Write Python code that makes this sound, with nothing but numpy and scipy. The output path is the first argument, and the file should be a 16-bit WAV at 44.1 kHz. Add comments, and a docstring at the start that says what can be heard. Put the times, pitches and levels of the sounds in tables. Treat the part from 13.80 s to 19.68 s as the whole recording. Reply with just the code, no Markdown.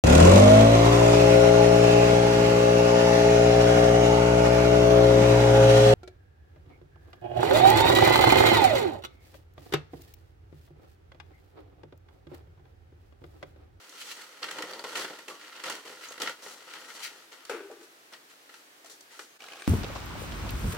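"""Fresh chili pods are shaken from a woven basket onto a bamboo mat in a walled courtyard.
They slide and rustle, then land in clumps: skins clack on the slats, hollow flesh thuds, stems tick.
A hand slaps the empty basket, which booms and rattles, and then brushes it out.
At the end, pods patter from a bucket onto concrete. A soft outdoor hush lies under it all."""
import sys
import numpy as np
from scipy import signal
from scipy.fft import rfft, irfft
from scipy.io import wavfile
from scipy.ndimage import uniform_filter1d

SR = 44100
rng = np.random.default_rng(int(sys.argv[2]) if len(sys.argv) > 2 else 0)


def dump(signal):
    """Clip the signal to [-1, 1] and save it as 16-bit WAV at the path in sys.argv[1]."""
    limited = np.clip(np.atleast_2d(signal).T, -1, 1)
    pcm = np.round(limited * 32767).astype(np.int16)
    wavfile.write(sys.argv[1], SR, pcm)


N = 259200
TIME = np.arange(N) / SR
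FREQ = np.maximum(np.arange(2049) * SR / 4096, 1)


def undb(db):
    """Turn decibels into a number to multiply by."""
    return 10 ** (np.asarray(db) / 20)


def unit(x):
    """Scale a sound to an average (rms) level of 1."""
    return x / np.sqrt(np.mean(x ** 2) + 1e-18)


def curve(points):
    """Join (frequency, level) points into a tone curve in dB."""
    hz, db = np.transpose(points)
    return np.interp(np.log(FREQ), np.log(hz), db)


def response(db):
    """How an object with this tone curve answers one sharp tap."""
    cepstrum = irfft(np.log(undb(db)))
    cepstrum[1:len(db) - 1] *= 2
    cepstrum[len(db):] = 0  # nothing sounds before the tap
    return irfft(np.exp(rfft(cepstrum)))


def through(x, body):
    """Colour a sound with an object's answer to a tap."""
    body = body.reshape((1,) * (x.ndim - 1) + (-1,))
    return signal.oaconvolve(x, body, axes=-1)[..., :x.shape[-1]]


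def add(track, start, sound):
    """Mix a sound into a track at a time in seconds."""
    i = int(start * SR)
    track[:, i:i + sound.shape[1]] += sound[:, :N - i]


def wander(rate, size=N):
    """A smooth random drift that takes `rate` steps a second."""
    steps = rng.standard_normal(size // 32)
    return 1.2 * np.interp(TIME[:size] * rate, np.arange(len(steps)), steps)


def swell(peak, half_length):
    """Rise and fall smoothly around a moment."""
    return np.exp(-((TIME - peak) / half_length) ** 2 / 2)


def gate(start, length, rise, fade):
    """Rise quickly, hold, then die away."""
    return np.clip((TIME - start) / rise, 0, 1) * np.exp(-np.maximum(TIME - start - length, 0) / fade)


def powers(envelope, db, thud_db, tick_db):
    """Power of clack, thud and tick over time; thud and tick are set against the clack."""
    return np.outer(undb([db, db + thud_db, db + tick_db]) ** 2, envelope ** 2)


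def bursts(rows, rise_s, fade_s):
    """Spills or rubs in a row; where they overlap their powers add."""
    return sum(powers(gate(start, length, rise_s, fade_s), *levels) for start, length, *levels in rows)


def stereo(mid, side, width):
    """Make left and right from mid (what both ears share) and side (how they differ)."""
    side = through(side, response(curve(width)))
    return np.array([mid + side, mid - side])


def pan(pair, left_db):
    """Make the left ear louder than the right by so many dB."""
    return pair * undb(np.array([left_db, -left_db]) / 2)


def contacts(rate, spread_db, size=N):
    """Tiny bumps, a few much harder than the rest, each from its own spot; rows are mid and side."""
    hardness = undb(spread_db * np.minimum(rng.exponential(size=size), np.pi))
    return (rng.random(size) < rate / SR) * hardness * np.sign(rng.standard_normal((2, size)))


def ring(hz, width_hz, envelope):
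    """A ringing tone, blurred by a wavering pitch; rows are mid and side."""
    size = len(envelope)
    cycles = np.cumsum(hz * np.ones(size)) / SR + rng.random((2, 1))
    return envelope * np.sqrt(2) * np.sin(2 * np.pi * cycles + wander(width_hz, size))


def knock(body, length_s, chatter=0.38):
    """One blow, as when a curved pod lands tip first, slaps down along its length and chatters on."""
    t = TIME[:SR // 8]
    force = contacts(5000, 0.62, len(t)) * (np.exp(-(t / length_s) ** 4) + chatter * np.exp(-t / 0.033))
    force[:, 0] += 1.2  # the first touch
    sound = through(force, body)
    peak_power = uniform_filter1d(sound ** 2, size=256).max(axis=1, keepdims=True)
    return sound / np.sqrt(peak_power)


def pod_pop(hz):
    """A hollow pod rings for a few milliseconds at its own pitch."""
    t = TIME[:SR // 8]
    return ring(hz, hz / 2.8, np.exp(-t / 0.0035) * (1 - np.exp(-t / 0.0008)))


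# Tone of the hush: (frequency [Hz], level [dB])
AIR_TONE = [(30, -47), (102, -20.5), (225, -13), (277, -3), (492, -5), (1020, -10), (1820, -7.5),
            (2180, -10), (4420, -12.5), (6370, -15), (10200, -18.5), (15500, -21)]
# How wide the hush sounds: (frequency [Hz], side against mid [dB])
AIR_SPREAD = [(100, -10), (380, -10), (700, 0.5), (1400, 2.5), (9000, -1)]
def air(db):
    """A steady outdoor hush that wavers slightly."""
    tone = response(curve(AIR_TONE))
    mid, side = (unit(through(rng.standard_normal(N), tone)) for _ in range(2))
    return undb(db + 0.073 * wander(3.5)) * stereo(mid, side, AIR_SPREAD)


# How wide the yard sounds, with the bass near the middle: (frequency [Hz], side against mid [dB])
YARD_SPREAD = [(100, -29), (400, -21), (750, -7), (1400, -9.5), (2400, -1.5), (4400, -1.5), (9000, -0.5)]
def courtyard(sound, scatter_s, echo_s, wall_db):
    """Nearby slats scatter each click sideways; brick walls add a short, blurred echo."""
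    t = TIME[:SR // 2]
    mid, side = sound
    delay = scatter_s * rng.random(len(FREQ))  # each frequency arrives at its own time
    scatter = irfft(np.exp(-2j * np.pi * np.cumsum(delay) * SR / 4096))
    near = stereo(mid, through(side, scatter), YARD_SPREAD)
    tails = rng.standard_normal((2, 2, len(t))) * undb(-60 * t / echo_s) * (1 - np.exp(-t / 0.0026))
    echo = [(through(mid, pair[0]) + through(side, pair[1])) / np.linalg.norm(pair) for pair in tails]
    return near + undb(wall_db) * stereo(*echo, YARD_SPREAD)


# Balance between the ears: (frequency [Hz], left minus right [dB])
BALANCE = [(2500, 0.27), (9000, -1.5)]
def lean_treble(pair):
    """The treble leans a little to the right."""
    half_db = curve(BALANCE) / 2
    return np.array([through(pair[0], response(half_db)), through(pair[1], response(-half_db))])


# Tone of a pod hitting concrete: (frequency [Hz], level [dB])
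CONCRETE_TONE = [(35, -67), (60, -35), (359, -2.5), (829, -3), (910, -16), (1200, 2), (1480, -10),
                 (1630, 2.5), (1960, -15), (2310, -4.5), (5450, -10), (8870, -18), (15500, -26)]
# The loudest pods from the bucket: (time [s], level [dB], pitch [Hz])
BUCKET_DROPS = [(5.605, -40, 2330), (5.62, -39, 2880), (5.64, -38, 1410), (5.663, -45, 3940),
                (5.685, -38.5, 2110), (5.72, -38.5, 2900), (5.733, -37.5, 2500), (5.757, -42, 764),
                (5.768, -44, 3350), (5.795, -40, 2340), (5.82, -34.5, 1620), (5.821, -36.5, 2380),
                (5.843, -44, 2450), (5.872, -37, 2270)]
def bucket(start_s, grit_db=-54, click_db=-10, pop_db=-2.5, clatter_db=-46, count=36):
    """Pods tumble from a bucket onto concrete, which does not ring: only the pods pop."""
    body = response(curve(CONCRETE_TONE))
    fade_in = np.clip((TIME - start_s) / 0.012 + 0.5, 0, 1)
    grit = contacts(2200, 1.8) * undb(1.2 * wander(130))
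    out = undb(grit_db) * fade_in * unit(through(grit, body))
    for start, db, hz in BUCKET_DROPS:
        click = undb(click_db) * knock(body, length_s=0.004, chatter=0.2)
        add(out, start, undb(db) * (click + undb(pop_db) * pod_pop(hz)))
    for when, pitch, softness in rng.random((count, 3)):  # fainter pods in between
        start = start_s + when * (TIME[-1] - start_s)
        add(out, start, undb(clatter_db - 4.2 * softness) * pod_pop(600 * 7 ** pitch))
    return out


# Strokes of the hand: (time [s], length [s], clack [dB], thud against clack [dB], tick against clack [dB])
HAND_STROKES = [(3.516, 0.014, -48, -8, -8.5), (3.57, 0.12, -58.5, -12, -15), (4.318, 0.012, -58, -5, -16),
                (4.495, .012, -56.5, -21, -5.5), (4.69, 0.12, -62, -18, -4), (5.056, .012, -58.5, -13, 1),
                (5.095, 0.026, -63.5, 2, 11), (5.305, 0.09, -55, -18, -4), (5.39, 0.029, -61.5, -12, 6.5)]
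def hand_rubs(voices):
    """Hands rub over the wicker and the heap, setting off runs of tiny bumps."""
    flow = bursts(HAND_STROKES, rise_s=0.0046, fade_s=0.031)
    return rustle(flow, voices, levels_db=(-1.5, -1.0, -0.5))


# Notes of the basket's bowl: (pitch [Hz], level [dB], time to fade by 60 dB [s])
BOWL_NOTES = [(272, -2.5, 0.19), (314, -8, 0.6), (342, -2, 0.95), (387, -5, 0.86), (402, -2, 0.66),
              (452.4, 3.5, 0.25), (486, -2, 0.12), (594, 0.5, 0.15), (705, -10, 0.33), (820, -9, 0.41),
              (950, -11, 0.27), (1177, -6, 0.22), (1490, -13.5, 0.44)]
# Tone of the loose weave: (frequency [Hz], level [dB])
WEAVE_TONE = [(100, -75), (530, -48), (900, -2.5), (1040, -11), (1100, -4.5), (1430, -0.5), (2150, -9.5),
              (2690, -8), (2930, -13.5), (6500, -24.5), (15500, -36)]
# One slap, then the basket's rebounds: (time [s], boom [dB], rattle [dB], creak [dB])
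BLOWS = [(3.695, -36.5, -36.5, -51), (3.709, -36, -50, -70), (3.734, -38, -52, -70), (3.764, -42, -55, -74),
         (3.803, -48, -55, -79), (3.912, -45.5, -57.5, -64), (4.01, -52.5, -61, -68),
         (4.029, -60, -65, -61)]
def basket_slap(tick, crack_db, flutter_hz, thump_db, thump_hz, thump_s, grip_s):
    """Each blow thumps the bowl, which booms on in close, fluttering notes while its weave rattles."""
    out, t = np.zeros((2, N)), TIME[:SR]
    weave = response(curve(WEAVE_TONE))
    palm = 1 - 0.35 * (1 - np.exp(-(t / 0.02) ** 2))  # the palm soaks up part of each boom
    boom_shape = palm * (1 - np.exp(-t / 0.0019)) ** 2
    for start, boom_db, rattle_db, creak_db in BLOWS:
        # the slap stretches the weave, so the pitch starts high and sinks back
        stretch = 1 + 0.25 * np.exp(-(start - BLOWS[0][0] + t) / 0.018)
        boom = sum(ring(hz * stretch, flutter_hz, undb(db - 60 * t / fade)) for hz, db, fade in BOWL_NOTES)
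        thump = ring(thump_hz * stretch, flutter_hz, t / thump_s * np.exp(0.5 - 0.5 * (t / thump_s) ** 2))
        rattle = unit(through(contacts(2200, 4.0, len(t)), weave)) * undb(-2.5 - 60 * t / 0.4)
        creak = unit(through(contacts(7800, 2.2, len(t)), tick)) * undb(2.5 - 60 * t / 0.23)
        crack = undb(rattle_db) * knock(weave, 0.0067) + undb(creak_db) * knock(tick, 0.0069)
        add(out, start, undb(boom_db - 8.0) * boom * boom_shape + undb(boom_db + thump_db) * thump)
        add(out, start, (undb(rattle_db) * rattle + undb(creak_db) * creak) * (1 - np.exp(-t / 0.001)))
        add(out, start, undb(crack_db) * crack)
    # the hand comes to rest on the weave and stops the ringing
    return out * np.exp(-np.maximum(TIME - grip_s, 0) / 0.021)


# Hollow rings and thin chirps: (time [s], pitch [Hz], pitch blur [Hz], level [dB], fade time [s])
CHIRPS = [(0.934, 4470, 1000, -35, 0.003), (0.993, 4450, 1200, -39, 0.004),
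          (1.482, 2650, 1000, -36.5, 0.0047), (1.508, 1150, 140, -45, 0.028),
          (2.286, 6500, 300, -44.5, 0.012), (3.899, 660, 298, -40, 0.0082),
          (5.045, 680, 159, -47.5, 0.0068), (5.484, 6500, 200, -68, 0.072),
          (5.797, 8580, 300, -59.5, 0.057)]
def chirps():
    """Short pitched sounds that stand out of the rustle."""
    out, t = np.zeros((2, N)), TIME[:SR // 4]
    for start, hz, width_hz, db, fade in CHIRPS:
        envelope = undb(db) * np.exp(-t / fade) * (1 - np.exp(-(t * hz) ** 2))
        add(out, start, ring(hz, width_hz, envelope))
    return out


# Tone of scraped wicker: (frequency [Hz], level [dB])
WICKER_TONE = [(410, -45), (700, -23), (1150, -16), (1370, 1.5), (1600, -6), (2000, -4.5), (2660, -1.5),
               (3110, -1), (3490, -7.5), (4520, -0.5), (5220, -10), (5710, -7.5), (15500, -19.5)]
# Pods skidding in the basket: (peak time [s], level [dB], half length [s], pitch [Hz])
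POD_SKIDS = [(0.182, -52, 0.009, 2950), (0.217, -43.5, 0.012, 2950), (0.268, -50, 0.007, 3270),
             (0.296, -47, 0.008, 4300), (0.318, -42.5, 0.007, 3070), (0.42, -48, 0.0034, 1950),
             (2.245, -48, 0.013, 2034), (3.234, -46.5, 0.0062, 2500), (3.252, -40, 0.019, 2100)]
def skids(spread_db, scrape_db, width_hz):
    """Smooth skins skate over the ribs of the weave: many tiny catches and a wavering scrape."""
    catches = unit(through(contacts(7000, spread_db), response(curve(WICKER_TONE))))
    speed = 1 + 0.08 * wander(200)
    out = np.zeros((2, N))
    for peak, db, half_length, hz in POD_SKIDS:
        push = undb(db) * swell(peak, half_length)
        out += push * catches + undb(scrape_db) * ring(hz * speed, width_hz, push)
    return out


# Pitches that the bamboo slats boost: (frequency [Hz], width [Hz], boost [dB])
SLAT_NOTES = [(900, 160, 7), (1347, 308, 13.5), (1904, 300, 9), (3010, 520, 4), (4420, 590, 5),
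              (5700, 630, 4.5)]
# Tones of a pod's skin, flesh and stem, each: (frequency [Hz], level [dB])
SKIN_TONE = [(250, -49.5), (600, -27), (850, -3), (1300, -3), (2100, 0), (3000, 0.5), (4400, -5),
             (5500, -9), (9000, -41.5)]
FLESH_TONE = [(30, -41), (70, -34), (120, -23.5), (200, -12.5), (330, -3), (490, 1), (620, -4.5),
              (760, -7.5), (1100, -7), (3000, -72)]
STEM_TONE = [(1500, -59.5), (3500, 2), (5200, 1), (7000, 4.5), (8500, 1), (13000, -6.5), (16000, -10.5)]
def pod_voices():
    """Hard skin clacks on the slats, hollow flesh thuds, stiff stems tick."""
    slats = sum(db * np.exp(-2 * ((FREQ - hz) / width) ** 2) for hz, width, db in SLAT_NOTES)
    clack = response(curve(SKIN_TONE) + slats)
    thud = response(curve(FLESH_TONE))
    tick = response(curve(STEM_TONE) + slats)
    return clack, thud, tick


def rustle(flow, voices, levels_db):
    """Small clacks, thuds and ticks bunch up as pods catch on each other and slip free."""
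    bunching = wander(150)
    skin, flesh, stem = voices
    clack = unit(through(contacts(2400, 2.9) * undb(2.0 * bunching), skin))
    thud = unit(through(contacts(700, 1.8) * undb(1.0 * bunching), flesh))
    tick = unit(through(contacts(9000, 1.1) * undb(1.64 * bunching), stem))
    parts = zip(flow, levels_db, (clack, thud, tick))
    return sum(np.sqrt(power) * undb(db) * part for power, db, part in parts)


def patter(flow, end_s, db, spread_db, count=260):
    """Tumbling pods pop briefly at their own pitches; the higher ones are fainter."""
    out = np.zeros((2, N))
    for when, pitch, softness in rng.random((count, 3)):
        start = when * end_s
        gain = np.sqrt(flow[0, int(start * SR)]) * undb(db - spread_db * softness - 4 * pitch)
        add(out, start, gain * pod_pop(800 * 6.5 ** pitch))
    return out


# Slides down the tilted basket: (peak time [s], half length [s], clack [dB], tick against clack [dB])
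LOAD_SLIDES = [(0.29, 0.11, -51.5, 0.5), (0.402, 0.034, -48.5, -9), (1.78, 0.14, -47, -12),
               (2.26, 0.063, -48, -6.5), (3.174, 0.1, -47.5, -4)]
# Moments when the load catches: (time [s], half length [s], level change [dB])
STALLS = [(0.54, 0.024, 0.5), (1.458, 0.012, -6), (1.713, 0.014, -5), (2.566, 0.024, -4)]
# Clumps spilling onto the mat:
# (time [s], length [s], clack [dB], thud against clack [dB], tick against clack [dB])
CLUMPS = [(0.617, 0.15, -45, -5, -9.5), (0.78, 0.22, -47, 0, -9.5), (1.04, 0.15, -46, -2.5, -6),
          (1.152, 0.058, -35.5, -9.5, -6.5), (1.26, 0.091, -48, -7, -10), (1.476, 0.033, -49.5, 2.5, -3.5),
          (1.836, 0.02, -39.5, -7.5, -10), (1.858, 0.064, -37.5, -6.5, -9.5),
          (2.05, 0.067, -46.5, -3, -7.5), (2.406, 0.068, -38.5, -5, -11), (2.619, 0.11, -51.5, -2, 1),
          (2.87, 0.15, -49.5, -8, -10.5)]
def pouring(voices, end_s):
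    """The pods stir, slide, stall and tip over the rim in clumps that settle on the mat."""
    stir = powers(gate(0, end_s, rise=0.0025, fade=0.084), db=-55, thud_db=-8, tick_db=-7)
    slides = sum(powers(swell(peak, half_length), db, thud_db=-11.5, tick_db=tick_db)
                 for peak, half_length, db, tick_db in LOAD_SLIDES)
    spills = bursts(CLUMPS, rise_s=0.0025, fade_s=0.047)
    stall = undb(sum(db * swell(peak, half_length) for peak, half_length, db in STALLS))
    flow = (stir + slides + spills) * stall ** 2
    tumbling = rustle(flow, voices, levels_db=(-3.0, -2.06, -1.93))
    return tumbling + patter(flow, end_s, db=1.5, spread_db=6.0)


# The hardest knocks of pods and wicker:
# (time [s], level [dB], extra thud [dB], extra tick [dB], pod pitch [Hz])
HARD_KNOCKS = [(0.094, -57.5, -12, 13.5, 4250), (0.6284, -22.5, -19.5, -15.5, 4390),
               (0.641, -24, -26, -14, 1870), (0.685, -26, -24, -22, 1400), (0.7108, -26, -27, -7.5, 1350),
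               (0.766, -32.5, -10, -20, 500), (0.785, -24, -18, -14.5, 910), (0.803, -41, 5.5, -22, 484),
               (0.822, -24, -16, -10.5, 2260), (0.835, -37.5, 0.5, -20, 430), (0.910, -35, -5, -6.5, 497),
               (0.9346, -35.5, -15, -11, 1310), (0.992, -33, -26, -12, 1500), (1.04, -28, -10, -11, 884),
               (1.047, -30, -3.5, -18, 546), (1.079, -38, -9, -11, 3020), (1.127, -33, -10, -20, 1400),
               (1.1551, -21, -32, -17, 1870), (1.171, -24.5, -19, -9, 3160), (1.1947, -32, -2, -7, 1420),
               (1.22, -31, -15, -6, 4400), (1.2453, -25, -11, -19, 1480), (1.304, -34, -4.5, -18, 520),
               (1.332, -36, -10, -20, 1380), (1.3872, -35, -12, -10.5, 1980), (1.482, -33, -21, -8.5, 2470),
               (1.613, -40, -16, -13, 1980), (1.656, -44, -14, -18, 2270),
               (1.8372, -25.5, -32, -10.5, 1960), (1.8984, -25.5, -13, -4.5, 1280),
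               (1.952, -38, -14, -2, 1920), (2.307, -44, 1.5, -3, 1390), (2.3212, -36, -26, -5, 1930),
               (2.378, -33, -11, -16, 1930), (2.3997, -30.5, -8.5, -7.5, 4550),
               (2.4179, -20, -21, -5.5, 3370), (2.4307, -27, -11, -11, 3140),
               (2.473, -18, -23.5, -22, 1450), (2.494, -28, -13.5, -11, 1390), (2.662, -33, -10, -23, 824),
               (2.904, -40, -15, -8, 3020), (2.9358, -33.5, -16, -9, 3290), (2.9658, -35, -15, -24, 1370),
               (3.102, -34, -34, -14, 2000), (3.6507, -40, -23, -3, 4800), (4.325, -41, -9, -7, 1890),
               (4.3338, -36, -19, -14, 4800), (4.342, -38.5, -20, -17, 2920),
               (4.692, -40.5, -18, -22, 1960), (4.7409, -38, -30, -9.5, 2640),
               (5.046, -46.5, -21, -1.5, 790), (5.0973, -46, -8, 0.5, 4100), (5.207, -58.5, 3, 13.5, 5600),
               (5.3922, -30, -13, -10.5, 1480)]
def landings(voices, clack_db, thud_db, tick_db, pop_db):
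    """Single heavy knocks, each with its own mix of skin, flesh and stem, and a hollow pop."""
    out = np.zeros((2, N))
    skin, flesh, stem = voices
    for start, db, extra_thud, extra_tick, hz in HARD_KNOCKS:
        octaves_away = np.abs(np.log2(FREQ / hz))
        tuned_skin = through(skin, response(-2.5 * octaves_away))  # the clack centres on the pod's pitch
        clack = undb(clack_db) * knock(tuned_skin, length_s=0.008, chatter=0.3)
        thud = undb(thud_db + extra_thud) * knock(flesh, length_s=0.009, chatter=0.3)
        tick = undb(tick_db + extra_tick) * knock(stem, length_s=0.0055, chatter=0.3)
        add(out, start, undb(db) * (clack + thud + tick + undb(pop_db) * pod_pop(hz)))
    return out


def scene():
    """The basket drifts a little to the left as it empties and is slapped; the bucket is in the middle."""
    voices = pod_voices()
    pods = pouring(voices, end_s=3.4)
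    pods += skids(spread_db=3.5, scrape_db=-7.5, width_hz=450)
    pods += hand_rubs(voices)
    pods += landings(voices, clack_db=-11.5, thud_db=-4.5, tick_db=-6.0, pop_db=-9.5)
    pods += chirps()
    slap = basket_slap(tick=voices[2], crack_db=1.0, flutter_hz=41.6,
                       thump_db=-1.0, thump_hz=408, thump_s=0.0051, grip_s=4.05)
    pods = courtyard(pods, scatter_s=0.00123, echo_s=0.17, wall_db=-6.5)
    pods = pan(pods, left_db=np.interp(TIME, (2.3, 2.8), (0, 2)))
    dip_s = 5.584  # the level dips briefly
    dip = 1 - 0.75 * np.exp(-((TIME - dip_s) / 0.009) ** 2)
    slap_and_bucket = courtyard(slap + bucket(start_s=5.6), scatter_s=0.00102, echo_s=0.46, wall_db=-7.5)
    slap_and_bucket = pan(slap_and_bucket, left_db=2.5 * (TIME < dip_s))
    return (lean_treble(pods + slap_and_bucket) + air(db=-59.0)) * dip


def record(dry):
    """Cut away the very highest treble, above 15900 Hz."""
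    return signal.sosfilt(signal.ellip(10, 0.2, 70, 15900, fs=SR, output="sos"), dry)


dry = scene()
out = record(dry)
dump(out)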